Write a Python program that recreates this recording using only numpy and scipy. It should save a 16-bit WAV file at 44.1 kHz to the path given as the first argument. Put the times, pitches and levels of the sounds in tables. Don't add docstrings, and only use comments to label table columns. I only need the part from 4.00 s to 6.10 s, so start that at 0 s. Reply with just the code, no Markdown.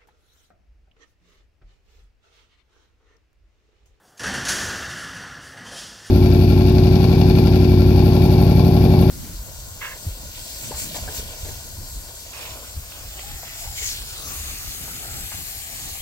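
import sys
import numpy as np
from scipy import signal
from scipy.fft import rfft, irfft, next_fast_len
from scipy.io import wavfile
from scipy.ndimage import map_coordinates

SR = 44100
rng = np.random.default_rng(int(sys.argv[2]) if len(sys.argv) > 2 else 0)


def generate_wav(signal):
    frames = np.transpose(np.atleast_2d(signal))
    scaled = np.clip(frames, -1, 1) * 32767
    pcm = np.round(scaled).astype(np.int16)
    wavfile.write(sys.argv[1], SR, pcm)


N = 92610

# t/s, drive clang/dB, hinge and track clash/dB, panel thud/dB
BLOWS = [(.193, -35, -41.5, -34.5), (.232, -27, -42, -40), (.262, -53, -39, -38.5),
         (0.336, -29, -39, -35.5), (.450, -32, -32.5, -47.5), (.483, -26.5, -25, -34.5),
         (0.627, -50, -40.5, -37.5), (1.650, -57, -54.5, -47.5)]
# f/Hz, relative level/dB
STEEL_MODES = [(4669, 5), (5291, -20), (5398, 6), (5887, -9), (6316, -38), (6452, 9), (7269, -5), (8880, 3),
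               (10087, -12)]
# t/s, length/s, level/dB, treble tilt/(dB per octave)
ROLLER_RUNS = [(.025, 0.078, -58, 5.5), (0.892, 0.012, -34.5, 4), (0.932, 0.12, -41, 5),
               (1.141, 0.018, -41.5, 11), (1.393, 0.1, -47, 6), (1.638, 0.067, -42.5, 1.5),
               (1.701, 0.095, -37, 3), (1.737, 0.095, -36.5, 2), (1.954, .1, -54, 6),
               (2.032, .06, -40.5, 3.5)]
# t/s, centre f/Hz, level/dB
PANEL_FLEXES = [(0.261, 209, -40.5), (0.343, 123, -41.5), (0.626, 80, -40.5), (.855, 129, -43.5),
                (0.937, 181, -48.5), (1.145, 145, -48), (1.22, 840, -52), (1.431, 102, -55),
                (1.535, 720, -53), (1.604, 210, -46.5), (1.65, 980, -51), (1.715, 620, -49.5)]
# f/Hz, level/dB
SQUEAK_TONES = [(4581, -57), (6520, -48.5)]
# t/s, level/dB
RATTLE_LEVELS = [(.19, -36), (.25, -31), (.40, -40.5), (.52, -29.5), (.68, -32.5), (.84, -33.5),
                 (1.03, -38), (1.15, -37.5), (1.28, -39), (1.35, -46.5), (1.49, -46), (1.55, -43),
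                 (1.78, -45), (1.9, -52), (2.1, -42.5)]
GRIND_LEVELS = [(.2, -47), (.55, -36.5), (.8, -38.5), (1.02, -42), (1.14, -45.5), (1.28, -40), (1.4, -54.5),
                (1.68, -51.5), (2.1, -58)]
SHAKE_LEVELS = [(.19, -36), (.29, -33.5), (.42, -40), (.56, -33.5), (.72, -40.5), (.84, -44), (1.0, -41),
                (1.25, -45), (1.48, -51), (1.74, -45.5), (1.86, -53), (2.1, -50.5)]
# f/Hz, relative level/dB
DRIVE_SPECTRUM = [(100, -13.5), (600, -20.5), (1000, -14.5), (1300, -6.5), (1550, 1), (1780, 3),
                  (2000, -6.5), (2350, -16), (2750, -9.5), (3150, -8.5), (3600, -14), (4100, -19.5),
                  (4500, -11), (5000, -18), (5850, -9), (6600, -21.5), (8000, -21), (10200, -24.5),
                  (12000, -36), (15500, -58)]
GRIND_SPECTRUM = [(400, -33), (950, -17), (1200, -2), (1480, 3), (1750, -8.5), (2100, -12.5), (2500, -30),
                  (6000, -59)]
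STEEL_SPECTRUM = [(200, -28), (1000, -6), (2300, -4.5), (3200, -1.5), (4100, -1.5), (4700, -1.5),
                  (5200, 2.5), (6200, 3), (7200, 1), (8200, -5.5), (9400, -7), (10300, -1), (12000, -14.5),
                  (14500, -16), (15700, -23)]
TRACK_SPECTRUM = [(300, -29), (1000, -25), (2400, -3.5), (3200, 6.5), (3900, -3), (4800, 3.5), (6100, 1),
                  (7000, -1.5), (8100, -6), (10000, -5.5), (11500, -17), (15500, -28)]
PANEL_SPECTRUM = [(20, -58), (35, -17), (50, -2), (80, 3), (130, -1), (230, -2), (400, -7), (700, -7),
                  (1100, -10.5), (2200, -36.5), (6000, -52)]
ROOM_SPECTRUM = [(15, -53), (25, -6), (75, -0.5), (588, -3.5), (709, 2), (1030, -6.5), (1720, -3.5),
                 (2240, -18), (3440, -14.5), (3830, -19.5), (15000, -21.5)]
# f/Hz, T60/s
HALL_DECAY = [(60, 0.83), (400, 1.25), (1600, 0.93), (4000, 1.45), (7000, 1.37), (10000, 0.92),
              (15000, 1.8)]

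START_S, RUN_UP_S = 0.192, 0.046
RATTLE_PER_S, RATTLE_SCATTER, RATTLE_SPREAD_DB, CONTACT_S = 41, 0.25, 1.5, 0.0083
CLASH_S, CLANG_S, THUD_S = 0.0034, 0.013, 0.045
RING_DB, RING_T60_S = -7, 0.8
BOOM_RELATIVE_WIDTH, BOOM_T60_S, BOOM_ATTACK_S = 0.46, 0.54, 0.0028
CHATTER_PER_S, CHATTER_SPREAD_DB = 700, 3
HUM_HZ, HUM_DB, HUM_WAVER_DB = 105.3, -57, 4
SQUEAK_S, SQUEAK_WIDTH_S, SQUEAK_RUB_DB = 0.1783, 0.0037, -41
DIRECT_DB, EARLY_S = -13.5, 0.019
ROOM_TONE_DB, TOP_HZ = -57.5, 15700


def drive():
    jitter, strength = rng.standard_normal((200, 2)).T
    times = (np.arange(len(jitter)) + RATTLE_SCATTER * jitter) / RATTLE_PER_S
    knocks = np.bincount(np.abs(times * SR).astype(int), amp(RATTLE_SPREAD_DB * strength), N)[:N]
    decays = signal.lfilter([1], [1, -np.exp(-1 / (CONTACT_S * SR))], knocks)
    contacts = unit(decays * rng.standard_normal(N))
    rattle = moving_hall(contacts * running(RATTLE_LEVELS))
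    grind = moving_hall(rng.standard_normal(N) * running(GRIND_LEVELS))
    return colour(rattle, DRIVE_SPECTRUM) + colour(grind, GRIND_SPECTRUM)


def clanks():
    t = clock()
    clang, clash, thud, ring = np.zeros((4, N))

    def blow(build_s):
        echoes = hall_response()
        return echoes / np.std(echoes[1:SR // 20]) * (1 - np.exp(-2 * t / build_s))
    for s, clang_db, clash_db, thud_db in BLOWS:
        clang += amp(clang_db) * delayed(blow(CLANG_S), s)
        clash += amp(clash_db) * delayed(blow(CLASH_S), s)
        thud += amp(thud_db) * delayed(blow(THUD_S), s)
        ring += amp(clash_db + RING_DB) * delayed(steel_ring(), s)
    metal = colour(clang, DRIVE_SPECTRUM) + colour(clash, STEEL_SPECTRUM) + ring
    return metal + colour(thud, PANEL_SPECTRUM)


def steel_ring():
    t = clock()
    modes = sum(amp(db + rng.normal(0, 1.5)) * np.sin(2 * np.pi * hz * t + 2.0 * wobble(38))
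                for hz, db in STEEL_MODES)
    return unit(modes) * amp(-60 * t / RING_T60_S) * (1 - np.exp(-t / CLASH_S))


def panel_rumble():
    shudder = unit(rng.standard_normal(N) * amp(1.55 * wobble(25.11)))
    return colour(moving_hall(shudder * running(SHAKE_LEVELS)), PANEL_SPECTRUM)


def panel_booms():
    out, t = np.zeros(N), clock()
    hz = np.fft.rfftfreq(N, 1 / SR)
    envelope = amp(-60 * t / BOOM_T60_S) * (1 - np.exp(-t / BOOM_ATTACK_S))
    for s, centre_hz, db in PANEL_FLEXES:
        band = np.exp(-0.5 * ((hz / centre_hz - 1) / (BOOM_RELATIVE_WIDTH / 2)) ** 2)
        boom = irfft(rfft(rng.standard_normal(N)) * band, N) * envelope
        out += amp(db) * delayed(boom / np.std(boom[:SR // 10]), s)
    return out


def rollers():
    out, t = np.zeros(N), clock()
    for s, length, db, tilt_db in ROLLER_RUNS:
        hits = rng.random(N) < CHATTER_PER_S / SR
        ticks = unit(hits * amp(CHATTER_SPREAD_DB * rng.standard_normal(N)) * rng.choice([-1, 1], N))
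        progress = np.clip((t - s) / length, 0, 1)
        pressure = np.sqrt(np.abs(np.sin(np.pi * progress)))
        scrape = unit(ticks + 0.53 * rng.standard_normal(N)) * pressure
        tilted = [(hz, level + tilt_db * np.log2(hz)) for hz, level in TRACK_SPECTRUM]
        out += amp(db) * colour(hall(scrape), tilted)
    return out


def motor_hum():
    waver = amp(HUM_WAVER_DB * wobble(7.53))
    tone = np.sin(2 * np.pi * HUM_HZ * clock() + 0.74 * wobble(6.37))
    return running([(0, HUM_DB)]) * unit(waver * tone)


def joint_squeak():
    t = clock()
    tones = sum(amp(db) * np.sin(2 * np.pi * hz * t + 0.26 * wobble(205)) for hz, db in SQUEAK_TONES)
    press = np.exp(-0.5 * ((t - SQUEAK_S) / SQUEAK_WIDTH_S) ** 2)
    rub = amp(SQUEAK_RUB_DB) * colour(rng.standard_normal(N), STEEL_SPECTRUM)
    return press * tones + hall(press * rub)


def room_tone():
    return amp(ROOM_TONE_DB) * colour(rng.standard_normal(N), ROOM_SPECTRUM)


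def hall_response():
    hz, t, noise = signal.stft(rng.standard_normal(N), SR, nperseg=256)
    decay = amp(-60 * t / along(HALL_DECAY, hz)[:, None])
    response = signal.istft(noise * decay, SR, nperseg=256)[1][:N]
    response *= 1 + np.exp(-clock() / EARLY_S)
    response /= np.linalg.norm(response)
    response[0] += amp(DIRECT_DB)
    return response / np.linalg.norm(response)


def hall(x):
    return signal.fftconvolve(x, hall_response())[:N]


def moving_hall(x, count=4):
    place = np.linspace(0, count - 1, N)
    return sum(hall(x * np.cos(np.pi / 2 * np.clip(place - k, -1, 1))) for k in range(count))


def running(levels):
    run_up = np.clip((clock() - START_S) / RUN_UP_S, 0, 1)
    return amp(np.interp(clock(), *np.transpose(levels))) * run_up


def colour(x, spectrum):
    size = 2 * next_fast_len(N)
    gain = unit(amp(along(spectrum, np.fft.rfftfreq(size, 1 / SR))))
    cepstrum = irfft(np.log(gain + 1e-6))
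    cepstrum[1:size // 2] *= 2
    cepstrum[size // 2 + 1:] = 0
    return irfft(rfft(x, size) * np.exp(rfft(cepstrum)), size)[:N]


def along(points, hz):
    point_hz, values = np.transpose(points)
    return np.interp(np.log(hz + 1), np.log(point_hz + 1), values)


def wobble(rate):
    return map_coordinates(rng.standard_normal(256), [clock() * rate], mode="wrap")


def delayed(x, s):
    return np.pad(x, (max(round(s * SR), 0), 0))[:N]


def amp(db):
    return 10 ** (np.asarray(db) / 20)


def unit(x):
    return x / np.sqrt(np.mean(x ** 2) + 1e-20)


def clock():
    return np.arange(N) / SR


def scene():
    door = clanks() + drive() + panel_rumble() + panel_booms() + rollers() + motor_hum() + joint_squeak()
    return np.tile(door + room_tone(), (2, 1))


def record(dry):
    size = next_fast_len(N + SR // 2)
    passband = np.fft.rfftfreq(size, 1 / SR) < TOP_HZ
    return irfft(rfft(dry, size) * passband, size)[:, :N]


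dry = scene()
out = record(dry)
generate_wav(out)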